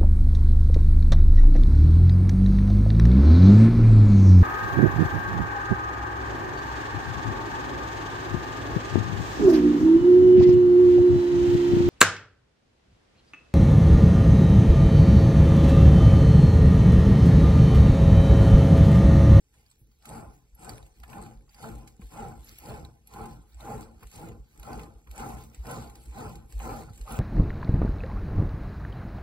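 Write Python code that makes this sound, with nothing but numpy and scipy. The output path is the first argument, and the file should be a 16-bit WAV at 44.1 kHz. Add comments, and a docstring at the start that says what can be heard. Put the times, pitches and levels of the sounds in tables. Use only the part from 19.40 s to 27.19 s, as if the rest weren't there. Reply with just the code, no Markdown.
"""On a wooden bench, a metal dynamo hub clamped in a vice is spun by hand about twice a second.
Each push makes the magnets cog and the innards rattle: pulses, grains and noise ring hub, vice and bench.
Bearings and skin hiss as shell-coloured noise; small parts tick and the hand slaps as puffs with short rings.
The bench sways as swelling low sines, dull knocks are dying sines, and faint air noise lies below.
Two microphone ports close together hear it."""
import sys
import numpy as np
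from scipy import signal
from scipy.io import wavfile
from scipy.ndimage import uniform_filter1d

SR = 44100
rng = np.random.default_rng(int(sys.argv[2]) if len(sys.argv) > 2 else 0)


def transcribe(u):
    """Save the signal u as a 16-bit wav file named by the first command-line argument.

    u: samples, shape (n,) or (channels, n), limited to [-1, 1]; the rate is SR.
    q: integer samples, one column per channel.
    """
    v = np.clip(np.atleast_2d(u).T, -1, 1)
    q = np.round(v * 32767).astype(np.int16)
    wavfile.write(sys.argv[1], SR, q)


def invert_db(level):
    """Linear amplitude ratio for a level in decibels (20 dB per decade), elementwise."""
    return 10 ** (np.asarray(level, dtype=float) / 20)


N = 343539


def evened(x):
    """Scales to rms 1."""
    return x / np.sqrt(np.mean(x ** 2) + 1e-20)


def read(points, hz):
    """A curve read on a log-frequency axis."""
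    f, value = np.transpose(points)
    return np.interp(np.log(hz + 1), np.log(f + 1), value)


def colour(x, broad, modes, size=8192):
    """Minimum-phase filter, one for each ear: a broad response with resonances on top."""
    hz = np.abs(np.fft.fftfreq(size, 1 / SR))
    ears = []
    for side in (.5, -.5):
        db = read(broad, hz)
        for mode_hz, width_hz, lift_db, pan_db in modes:
            db = db + (lift_db + side * pan_db) / (1 + (2 * (hz - mode_hz) / width_hz) ** 2)
        log_gain = np.log(invert_db(db))
        phase = -signal.hilbert(log_gain).imag
        taps = np.fft.ifft(np.exp(log_gain + 1j * phase)).real
        ears.append(signal.oaconvolve(x, taps[:size // 2])[:N])
    return np.array(ears)


def ringing(drive, db, broad, modes):
    """A drive of even strength through a body, scaled so that db is about the rms level that comes out."""
    unit = np.sqrt(np.mean(colour(drive, broad, modes) ** 2))
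    early_db = np.r_[db[400:], db[-400:]]  # the force comes a moment before the ring has built up
    return colour(drive * invert_db(early_db) / unit, broad, modes)


def grains(per_s, spread_db):
    """Random tiny impacts of either sign; a few are large."""
    hit = rng.random(N) < per_s / SR
    size = np.minimum(rng.exponential(1, N), 4)
    sign = rng.choice([-1., 1.], N)
    return evened(hit * sign * invert_db(spread_db * size))


def slow(seconds):
    """Slow random drift of rms 1: noise averaged twice over a span."""
    span = max(int(seconds * SR), 2)
    once = uniform_filter1d(rng.standard_normal(N), span)
    return evened(uniform_filter1d(once, span))


def patchy(x, depth_db, size=256):
    """Drifting patches of pitch and time grow louder or softer."""
    overlap = size * 3 // 4
    hz, t, z = signal.stft(x, SR, nperseg=size, noverlap=overlap)
    field = uniform_filter1d(rng.standard_normal((len(t), len(hz))), size=50, axis=0)
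    field = evened(uniform_filter1d(field, size=7, axis=1))
    return signal.istft(z * invert_db(depth_db * field.T), SR, nperseg=size, noverlap=overlap)[1][:N]


def bursts(table, t60, width_hz, size=3000):
    """At each row a sharp puff of noise with a soft longer tail, plus a narrow wavering ring."""
    t, out = np.arange(size) / SR, np.zeros(N + size)
    crack, body, tail = invert_db(-4 - 60 * t / (0.11 * t60)), invert_db(-60 * t / t60), invert_db(-8.5 - 60 * t / 0.14)
    noise = rng.standard_normal((len(table), 2, size))
    for (s, db, hz, broad_db), (puff, waver) in zip(table, noise):
        at = round(s * SR)
        waver = 1 + .5 * evened(uniform_filter1d(waver, int(SR / width_hz)))
        ring = waver * np.sin(2 * np.pi * hz * t) * invert_db(-60 * t / (1.98 * t60))
        broad = invert_db(broad_db) * puff * (crack + body + tail)
        out[at:at + size] += invert_db(db) * (0.28 * broad + 0.44 * ring)
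    return out[:N]


# spectrum of the quiet air: (frequency [Hz], density before levelling [dB per Hz])
AIR_SPECTRUM = [(24, -26), (40, 3), (75, 1), (965, -35), (3740, -29), (4680, -34), (6330, -23), (8340, -43),
                (16000, -38.5)]


def room_tone():
    """Faint steady air and microphone noise: shaped noise with one soft bump."""
    bump = (4750, 220, 5.6, 0)  # Hz, width Hz, dB, left minus right dB
    return invert_db(-70) * evened(colour(rng.standard_normal(N), AIR_SPECTRUM, [bump]))


# dull knocks of the hand on the hub: (time [s], starting level [dB], pitch [Hz])
KNOCKS = [(0.416, -48.5, 116), (2.596, -37, 191), (4.635, -44, 100), (7.507, -37, 104.7)]


def knocks():
    """Each knock is a low sine with a quick onset that dies away at once."""
    out, t = np.zeros(N), np.arange(4000) / SR
    for s, db, hz in KNOCKS:
        fall = invert_db(db - 60 * t / 0.076)  # 60 dB in 76 ms
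        onset = np.minimum(t / 0.00078, 1)
        out[round(s * SR):][:len(t)] += fall * np.sin(2 * np.pi * hz * t) * onset
    return out


def bench_quiver(rumble_db):
    """Noise through a narrow double resonance at the lowest bench note, following the rumble."""
    hz, width_hz = 55, 25
    r = np.exp(-np.pi * width_hz / SR)
    noise = rng.standard_normal(N) + 1j * rng.standard_normal(N)
    drift = signal.lfilter([1], [1, -2 * r, r * r], noise)
    note = (drift * np.exp(2j * np.pi * hz * np.arange(N) / SR)).real
    return invert_db(-28.5 + 0.54 * rumble_db) * evened(note)


SWELL_DB = -14  # a grip or the dying side of a sway is this far down half its length from the peak

# the bench rocks at its lowest note: (peak time [s], length [s], peak level [dB], mean pitch [Hz])
SWAYS = [(0.235, .08, -66, 49.5), (0.439, .07, -60, 53.2), (0.725, .12, -52, 55), (0.892, 0.07, -45, 55),
         (0.994, 0.07, -65, 55), (1.145, 0.056, -46.5, 52.3), (1.268, 0.19, -49.5, 52.3),
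         (1.43, 0.12, -51, 52.1), (1.522, .05, -60, 50.2), (1.623, .14, -46.5, 57.4),
         (1.833, 0.18, -57, 55), (1.983, 0.1, -46.5, 46), (2.08, 0.074, -58, 46.5),
         (2.16, 0.095, -57, 48.94), (2.267, 0.083, -57, 52.5), (2.371, .13, -40.5, 53.4),
         (2.552, .05, -54.5, 55), (2.652, 0.092, -38, 54.4), (2.82, .11, -44, 54),
         (3.002, .16, -45.5, 50.85), (3.127, 0.092, -56, 59.4), (3.22, .08, -55, 62.5),
         (3.347, .09, -44, 65.3), (3.456, 0.098, -43.5, 67.5), (3.595, 0.078, -59, 56.6),
         (3.827, 0.11, -52, 55.5), (3.93, 0.088, -46, 55.2), (4.0, 0.094, -51.5, 55.3),
         (4.172, 0.11, -44.5, 55.3), (4.368, 0.11, -46, 57.2), (4.471, 0.067, -52.5, 61),
         (4.569, 0.057, -53, 65.2), (4.662, 0.082, -41.5, 52.5), (4.793, 0.087, -50, 51.5),
         (4.921, 0.071, -47, 55), (5.007, 0.057, -41, 53.5), (5.211, 0.078, -43, 55.6),
         (5.299, .05, -53, 60), (5.377, 0.077, -39.5, 54.7), (5.47, .1, -48, 53),
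         (5.57, 0.062, -44.5, 53.6), (5.715, 0.1, -39.5, 57.6), (5.805, 0.052, -40, 56.8),
         (5.967, 0.12, -42, 60.84), (6.078, .09, -47, 61.8), (6.206, 0.075, -31.5, 57.9),
         (6.265, 0.057, -41, 57), (6.422, 0.2, -44, 62.4), (6.599, 0.089, -46.5, 54.9),
         (6.701, 0.1, -37, 55.9), (6.772, .07, -46, 55.3), (6.879, .1, -47, 60.3),
         (6.97, 0.086, -44.5, 56.5), (7.055, 0.055, -47, 55.65), (7.172, 0.099, -28, 55.1),
         (7.248, .07, -40, 53.37), (7.33, 0.059, -40, 54.9), (7.407, 0.088, -45, 57.2),
         (7.545, 0.097, -48, 52), (7.625, 0.072, -32.5, 50.8), (7.742, 0.097, -39, 48.73)]


def bench_sways():
    """Sines of wavering pitch that build faster than they die."""
    rise_share, fall_bend = 0.68, 1.16
    out, waver = np.zeros(N), 1 + 0.084 * slow(0.011)
    for (s, length, peak_db, hz), turn in zip(SWAYS, rng.random((len(SWAYS), 1))):
        at = np.arange(max(round((s - 2 * length) * SR), 0), min(round((s + 4 * length) * SR), N))
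        u = 2 * (at / SR - s) / length
        build = (np.minimum(u, 0) / rise_share) ** 2
        fall = np.maximum(u, 0) ** fall_bend
        db = peak_db + SWELL_DB * (build + fall)
        phase = turn + np.cumsum(hz * waver[at]) / SR
        out[at] += np.sqrt(2) * invert_db(db) * np.sin(2 * np.pi * phase)
    return out


# broad response of vice and bench: (frequency [Hz], gain [dB])
BENCH = [(40, -24), (90, 2), (200, -5), (400, -11.5), (600, -29), (800, -19), (3000, -62.5)]
# resonances of vice and bench: (frequency [Hz], width [Hz], lift [dB], left minus right [dB])
BENCH_MODES = [(93, 4.4, 5.4, 10.5), (125.4, 17, 8.5, 4), (164.4, 11.4, 6.8, -4.5), (224.8, 11, 12, 4.5),
               (291, 18, 4.8, -2.5), (331.3, 38, 7.4, 0), (434, 28.3, 12, -0.5), (479.8, 34.4, 14.3, -1.5),
               (536, 28, 11.4, 13.5)]


def bench_rumble(cogs, rattle, rumble_db):
    """Cogging, rattle and sparser, more uneven grains shake the resonances of vice and bench."""
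    shake = 0.38 * cogs + 0.52 * rattle + 0.86 * grains(500, 3.3)
    return ringing(shake, rumble_db + 0.56 * slow(0.023), BENCH, BENCH_MODES)


# broad response of the hub shell: (frequency [Hz], gain [dB])
SHELL = [(300, -20), (1200, -5), (2300, 0.5), (3400, -3), (5300, -5.5), (6800, -1.5), (8500, -2.5),
         (10300, -6), (12500, -6), (14500, -13.5), (16000, -6)]
# resonances of the hub shell: (frequency [Hz], width [Hz], lift [dB], left minus right [dB])
SHELL_MODES = [(2450, 160, 0.71, -6.5), (4300, 290, 3.1, -2.2), (4750, 180, 3.1, -2.5),
               (8100, 170, 1.1, -1.5), (9000, 160, 3, 3), (11000, 580, 4.2, 0), (11400, 120, 2, 1),
               (12000, 75, 2.2, -8), (13100, 120, 4, -3)]


def hiss(rattle, hiss_db, treble_db):
    """Bearings and skin: noise, fine grains and some rattle, in drifting patches, ring the shell."""
    rough = rng.standard_normal(N) + 0.43 * grains(2500, 3.8) + 0.31 * np.abs(rattle)
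    rub = evened(patchy(rough, 2.44))
    rub += 0.36 * evened(patchy(grains(140, 6.4), 7.5))  # stray grit and balls tick
    treble = signal.sosfilt(signal.butter(3, 9500, "high", fs=SR, output="sos"), rub)
    rub = rub - treble + treble * invert_db(treble_db)  # each rub of skin has its own brightness
    return ringing(rub, hiss_db + 1.57 * slow(0.003), SHELL, SHELL_MODES)


# ticks of small parts, before the shell colours them:
# (time [s], relative level [dB], ring pitch [Hz], broad part relative to the ring [dB])
TICKS = [(0.1404, -57, 8300, -2), (0.2638, -50, 4730, -12), (0.3004, -48, 8050, -11),
         (0.314, -47.5, 7950, 2.5), (0.5162, -57, 4650, 0), (0.596, -65, 8300, -3), (0.624, -56, 4530, 9.5),
         (0.6556, -45, 8000, 15), (0.6917, -34.5, 8600, -3), (1.1503, -41, 11400, -38),
         (1.193, -44.5, 8240, -8), (1.2466, -34, 8500, -2), (1.293, -30.5, 4750, 5), (1.4282, -46, 3840, 1),
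         (1.4646, -48, 8400, 3), (1.6344, -52.5, 4460, 12), (1.6801, -48, 8530, 0), (1.699, -46, 7800, 8),
         (1.8632, -58, 2570, 15.5), (2.0936, -48.5, 4770, -1), (2.145, -47, 4760, 8),
         (2.2174, -52, 8220, 13), (2.4763, -44.5, 3900, 10), (2.6124, -49, 8000, -7),
         (2.6683, -50, 11400, 5), (2.7207, -56, 7600, 11), (2.8843, -46, 7700, 0),
         (3.0448, -40.5, 11400, -16), (3.1855, -29.5, 11400, -6.5), (3.2954, -43.5, 4263, -3),
         (3.45, -40.5, 3950, 0), (3.673, -36, 11300, -4), (3.7382, -46.5, 4320, 9),
         (3.8574, -48.5, 11000, 12), (4.145, -48, 7750, 1), (4.2064, -39, 3790, -1),
         (4.4087, -44.5, 10680, 10), (4.4287, -44, 4740, 2), (4.6326, -44, 11400, -2),
         (4.6705, -44.5, 8180, 6), (4.7152, -47, 7940, 9), (4.7586, -34.5, 8560, 1), (5.1764, -50, 8100, 5),
         (5.197, -40.5, 11400, 0.5), (5.2306, -44, 4000, 8.5), (5.3316, -37, 4780, 1),
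         (5.4334, -44, 4260, 7), (5.713, -44, 11500, 8.5), (5.7597, -37, 10800, 2), (5.779, -33, 8060, 3.5),
         (6.037, -45, 8690, 3), (6.1462, -40, 7860, 4), (6.2536, -57, 7973, 5), (6.3116, -29, 11000, -2),
         (6.474, -44, 4576, 1), (6.4981, -48.5, 2670, 9), (6.5553, -50, 8170, 15), (6.6575, -42, 8390, 1.5),
         (6.9556, -45, 3836, 9.5), (7.1241, -44, 7700, 8.5), (7.5336, -49, 3875, 8), (7.577, -43, 7660, 4),
         (7.6125, -41.5, 4193, 5.5), (7.722, -33, 11000, 0)]


def ticks():
    """Small parts tick: noise puffs and very short rings through the shell."""
    return colour(invert_db(1.5) * bursts(TICKS, 0.015, 900), SHELL, SHELL_MODES)


# slaps of the hand on the hub shell, before colouring:
# (time [s], relative level [dB], ring pitch [Hz], broad part relative to the ring [dB])
SLAPS = [(0.14, -62, 1000, 9), (0.6544, -47, 1350, 6), (1.6367, -47.5, 990, 17), (1.7306, -43, 1050, 14.5),
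         (2.0807, -61, 1090, 3), (2.2426, -35, 1420, -5), (2.6178, -52, 1073, 12), (2.775, -40, 1020, 3),
         (2.9163, -43, 1470, -4), (4.2025, -49, 1040, 11), (4.6298, -47, 1040, 15),
         (5.1597, -64, 1024, 19.5), (5.285, -54, 1050, 3), (5.3945, -41, 1023, 13.5), (5.673, -46, 1100, 7),
         (6.2556, -44, 1366, 9), (7.2, -39.5, 1064, 9.5), (7.3094, -36, 1009, -2), (7.4885, -46, 1336, -6),
         (7.676, -40.5, 1230, 3)]
# colour of a slap: (frequency [Hz], gain [dB])
SLAP_COLOUR = [(200, -44), (700, 1), (2500, -0.5), (5000, -21), (12000, -17)]


def slaps():
    """The hand slaps the shell: duller bursts than the ticks, with a longer ring."""
    return colour(invert_db(2.5) * bursts(SLAPS, 0.028, 230), SLAP_COLOUR, [])


def cogging(rattle_db):
    """Magnets cog: one-sample pulses of uneven size whose wavering rate climbs with the rattle level."""
    rate_hz = np.clip(195 + 9.0 * (rattle_db + 47), 30, 270) * (1 + .08 * slow(.01))
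    pulses = np.diff(np.floor(np.cumsum(rate_hz) / SR), prepend=0)
    return evened(pulses * invert_db(1.12 * rng.standard_normal(N)))


def rattle_force(cogs):
    """The innards' drive: cogging pulses, dense small impacts and plain noise."""
    return 0.53 * cogs + 0.86 * grains(1200, 2.45) + 0.69 * rng.standard_normal(N)


# broad response of the hub body: (frequency [Hz], gain [dB])
BODY = [(200, -34), (550, 8.5), (700, 6.5), (1050, 4), (1500, -0.5), (1600, -7.5), (2500, -5.5),
        (3500, -23), (8000, -34)]
# resonances of the hub body: (frequency [Hz], width [Hz], lift [dB], left minus right [dB])
BODY_MODES = [(624, 46, 0.25, -9.5), (680, 8.2, 6.3, -19), (745, 24.4, 9.5, 10), (808.7, 50, 12.9, -7),
              (853, 76, 6.36, 12.5), (1027, 60, 6.7, 3), (1031, 18, 5.9, -4.5), (1203, 15.4, 0.45, -21),
              (1361, 180, 7, -3), (1513, 40, 2.8, -13.5)]


def hub_rattle(rattle, rattle_db):
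    """The rattling innards ring the metal body of the hub."""
    return ringing(rattle, rattle_db + 0.42 * slow(0.012), BODY, BODY_MODES)


def together(*db):
    """Level of sounds heard at once: their powers add."""
    return 10 * np.log10(sum(invert_db(d) ** 2 for d in db))


def swell(t, middle, length, peak_db):
    """A level that rises and falls evenly round its middle."""
    return np.maximum(peak_db + SWELL_DB * (2 * (t - middle) / length) ** 2, -150)


def spin(t, start, rise, coast, push_share=1, coast_share=1):
    """Level under the top of one push: the fingers bite, the hub speeds up, then coasts down."""
    u = t - start - rise
    bite = -520 * np.maximum(start - t, 0)  # dB per s before the start
    speed_up = -12 * np.clip(-u / rise, 0, 1) ** 1.3
    slow_down = -32 * np.maximum(u / coast, 0) ** 1.2
    return push_share * (bite + speed_up) + coast_share * slow_down


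def stroke(t, start, length, peak_db):
    """One rub of skin: it bites, sags, and stops fast when the hand lets go."""
    attack = 0.28  # share of the length
    u = (t - start) / length
    bite = -13 * np.maximum(1 - u / attack, 0)
    sag = -4.5 * np.clip((u - attack) / (1 - attack), 0, 1)
    release = -220 * length * np.maximum(u - 1, 0)  # 220 dB per s
    return peak_db + bite + sag + release


# pushes of the hand: (time the fingers bite [s], time to top speed [s], rattle level at top speed [dB],
# coasting time [s], bench rumble relative to the rattle [dB])
PUSHES = [(.662, 0.098, -43.5, 0.28, -0.5), (1.2, .085, -45.5, 0.27, 1.4), (1.675, 0.12, -46, 0.27, 2.5),
          (2.2, .065, -45, .32, 3), (2.725, 0.088, -43, 0.3, 1.4), (3.228, 0.097, -44, .27, 2),
          (3.725, 0.083, -42.5, .29, 0.5), (4.215, .1, -41.5, .3, 0.5), (4.735, .11, -48, .24, 5),
          (5.25, .068, -41, .3, 0.8), (5.765, .068, -39.5, .34, 0.6), (6.257, .05, -39.5, 0.37, -0.2),
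          (6.746, 0.056, -41, .33, 1.1), (7.208, .1, -38.5, 0.28, 0), (7.675, 0.042, -39.5, .4, -1.5)]
# the hand closes round the hub and shakes it a little:
# (middle time [s], length [s], rattle level [dB], bench rumble level [dB])
GRIPS = [(0.208, .16, -72, -70), (0.43, 0.21, -103, -69.5), (1.611, 0.073, -67.5, -60.5),
         (2.107, 0.056, -71.5, -72), (2.175, .07, -63, -68), (2.634, 0.075, -66, -54),
         (3.132, 0.18, -71, -62.5), (3.69, 0.071, -66, -63), (4.137, 0.1, -74.5, -74),
         (4.641, .06, -58, -51.5), (5.21, .14, -62, -57), (5.693, .06, -65, -58), (5.741, 0.061, -62, -59),
         (6.19, .09, -68, -68), (6.683, .11, -70, -57.5), (7.135, .07, -66, -57), (7.503, 0.083, -59, -67),
         (7.617, .09, -63.5, -55.5)]
# skin rubs along the shell: (start time [s], length [s], hiss level [dB], treble gain above 9.5 kHz [dB])
RUBS = [(.09, 0.26, -68.5, 2), (.27, 0.092, -73, -8), (0.378, 0.054, -79, 20), (.5, 0.092, -79, 12),
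        (0.651, 0.16, -54.5, -14), (0.91, 0.086, -68.5, 8.5), (1.16, 0.043, -78, 6),
        (1.187, 0.19, -55, -16), (1.41, 0.13, -67.5, -11), (1.546, 0.077, -65, 5), (1.665, .22, -56.5, 0),
        (2.098, .08, -65.5, 5), (2.17, 0.23, -54.5, -1), (2.466, 0.063, -64.5, 4), (2.6, 0.087, -61, 4),
        (2.687, 0.22, -54.5, -3), (2.993, 0.39, -54.5, 4), (3.19, 0.21, -56, -4), (3.69, 0.26, -56.5, 2.5),
        (4.071, 0.13, -67, 5), (4.192, 0.24, -54, -3), (4.585, 0.14, -61.5, 5), (4.699, 0.19, -53, 1.5),
        (5.046, 0.31, -65, 3.5), (5.22, 0.22, -55.5, -2), (5.698, 0.072, -63, 5), (5.752, 0.2, -48.5, 0.5),
        (5.966, 0.1, -56.5, 4), (6.1, 0.16, -63, 5), (6.254, .18, -48.5, -1), (6.449, 0.14, -64.5, 0),
        (6.57, 0.19, -61, -15), (6.728, 0.21, -53.5, -1.5), (7.081, .11, -60.5, -10),
        (7.174, .24, -50, -0.5), (7.527, 0.14, -61, -7), (7.664, .2, -47.5, 2)]


def hand_levels():
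    """Rattle, rumble, hiss and treble gain in dB, drawn from the pushes, grips and rubs of the hand."""
    t = np.arange(0, N + 64, 64) / SR
    rattle, rumble, bearings = [-87], [-74], [-77.5]  # resting levels
    for start, rise, db, coast, rumble_rel in PUSHES:
        rattle.append(db + spin(t, start, rise, coast))
        rumble.append(db + rumble_rel + spin(t - 0.019, start, rise, coast, 0.81, 0.82))  # 19 ms late
        bearings.append(db - 18.5 + spin(t, start, rise, coast, 0.52, 0.52))
    for middle, length, rattle_db, rumble_db in GRIPS:
        rattle.append(swell(t, middle, length, rattle_db))
        rumble.append(swell(t, middle, length, rumble_db))
    skin = [stroke(t, s, length, db) for s, length, db, _ in RUBS]
    skin_treble = [stroke(t, s, length, db + gain) for s, length, db, gain in RUBS]
    hiss_db = together(*bearings, *skin)
    treble_db = together(*bearings, *skin_treble) - hiss_db
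    curves = (together(*rattle), together(*rumble), hiss_db, treble_db)
    return [np.interp(np.arange(N) / SR, t, db) for db in curves]


# likeness of the two ports: (frequency [Hz], likeness [0-1])
SAME = [(60, .995), (130, .93), (300, .92), (600, .3), (800, .88), (1150, .35), (1500, .8), (1800, .2),
        (3000, .5), (4700, .75), (5400, .2), (6300, .8), (8000, .95), (16000, .9)]
# phase by which the right port leads: (frequency [Hz], lead [turns])
LEAD = [(0, -.06), (400, -.04), (1000, .02), (1500, .15), (2000, .45), (3200, .52), (4200, .95),
        (4900, .95), (5400, .65), (6300, .5), (16500, -2.5)]


def ports(x, size=1024):
    """Shifts the right port in phase and adds a part of slowly drifting random phase: less alike ears."""
    overlap = size * 3 // 4
    hz, t, z = signal.stft(x[1], SR, nperseg=size, noverlap=overlap)
    field = uniform_filter1d(rng.standard_normal((2, len(t), len(hz))), size=6, axis=1)
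    a, b = uniform_filter1d(field, size=4, axis=2)
    random_phase = np.exp(1j * np.angle(a + 1j * b)).T
    same = np.clip(read(SAME, hz), 0, 1)[:, None]
    shift = np.exp(2j * np.pi * np.interp(hz, *np.transpose(LEAD)))[:, None]
    z = z * (same * shift + 1.244 * np.sqrt(1 - same ** 2) * random_phase)
    right = signal.istft(z, SR, nperseg=size, noverlap=overlap)[1]
    return np.array([x[0], right[:N]])


def scene():
    """Room tone, bench and hub at the microphone ports."""
    rattle_db, rumble_db, hiss_db, treble_db = hand_levels()
    cogs = cogging(rattle_db)
    rattle = rattle_force(cogs)
    low = bench_quiver(rumble_db) + bench_sways() + knocks()
    mix = room_tone() + low * invert_db(np.array([[-.3], [.3]]))  # a little stronger on the right
    mix += bench_rumble(cogs, rattle, rumble_db)
    mix += hiss(rattle, hiss_db, treble_db) + ticks() + slaps()
    mix += hub_rattle(rattle, rattle_db)
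    return ports(mix)


def band_limit(x):
    """A steep low-pass at the top of the band."""
    return signal.sosfilt(signal.butter(12, 16480, fs=SR, output="sos"), x)


def record(dry):
    """Limits the band with a low-pass at 15.8 kHz and finishes the mix."""
    edge = signal.firwin(301, 15800, window=("kaiser", 3), fs=SR)
    mix = signal.oaconvolve(dry, edge[None], "same")
    return band_limit(mix)


dry = scene()
out = record(dry)
transcribe(out)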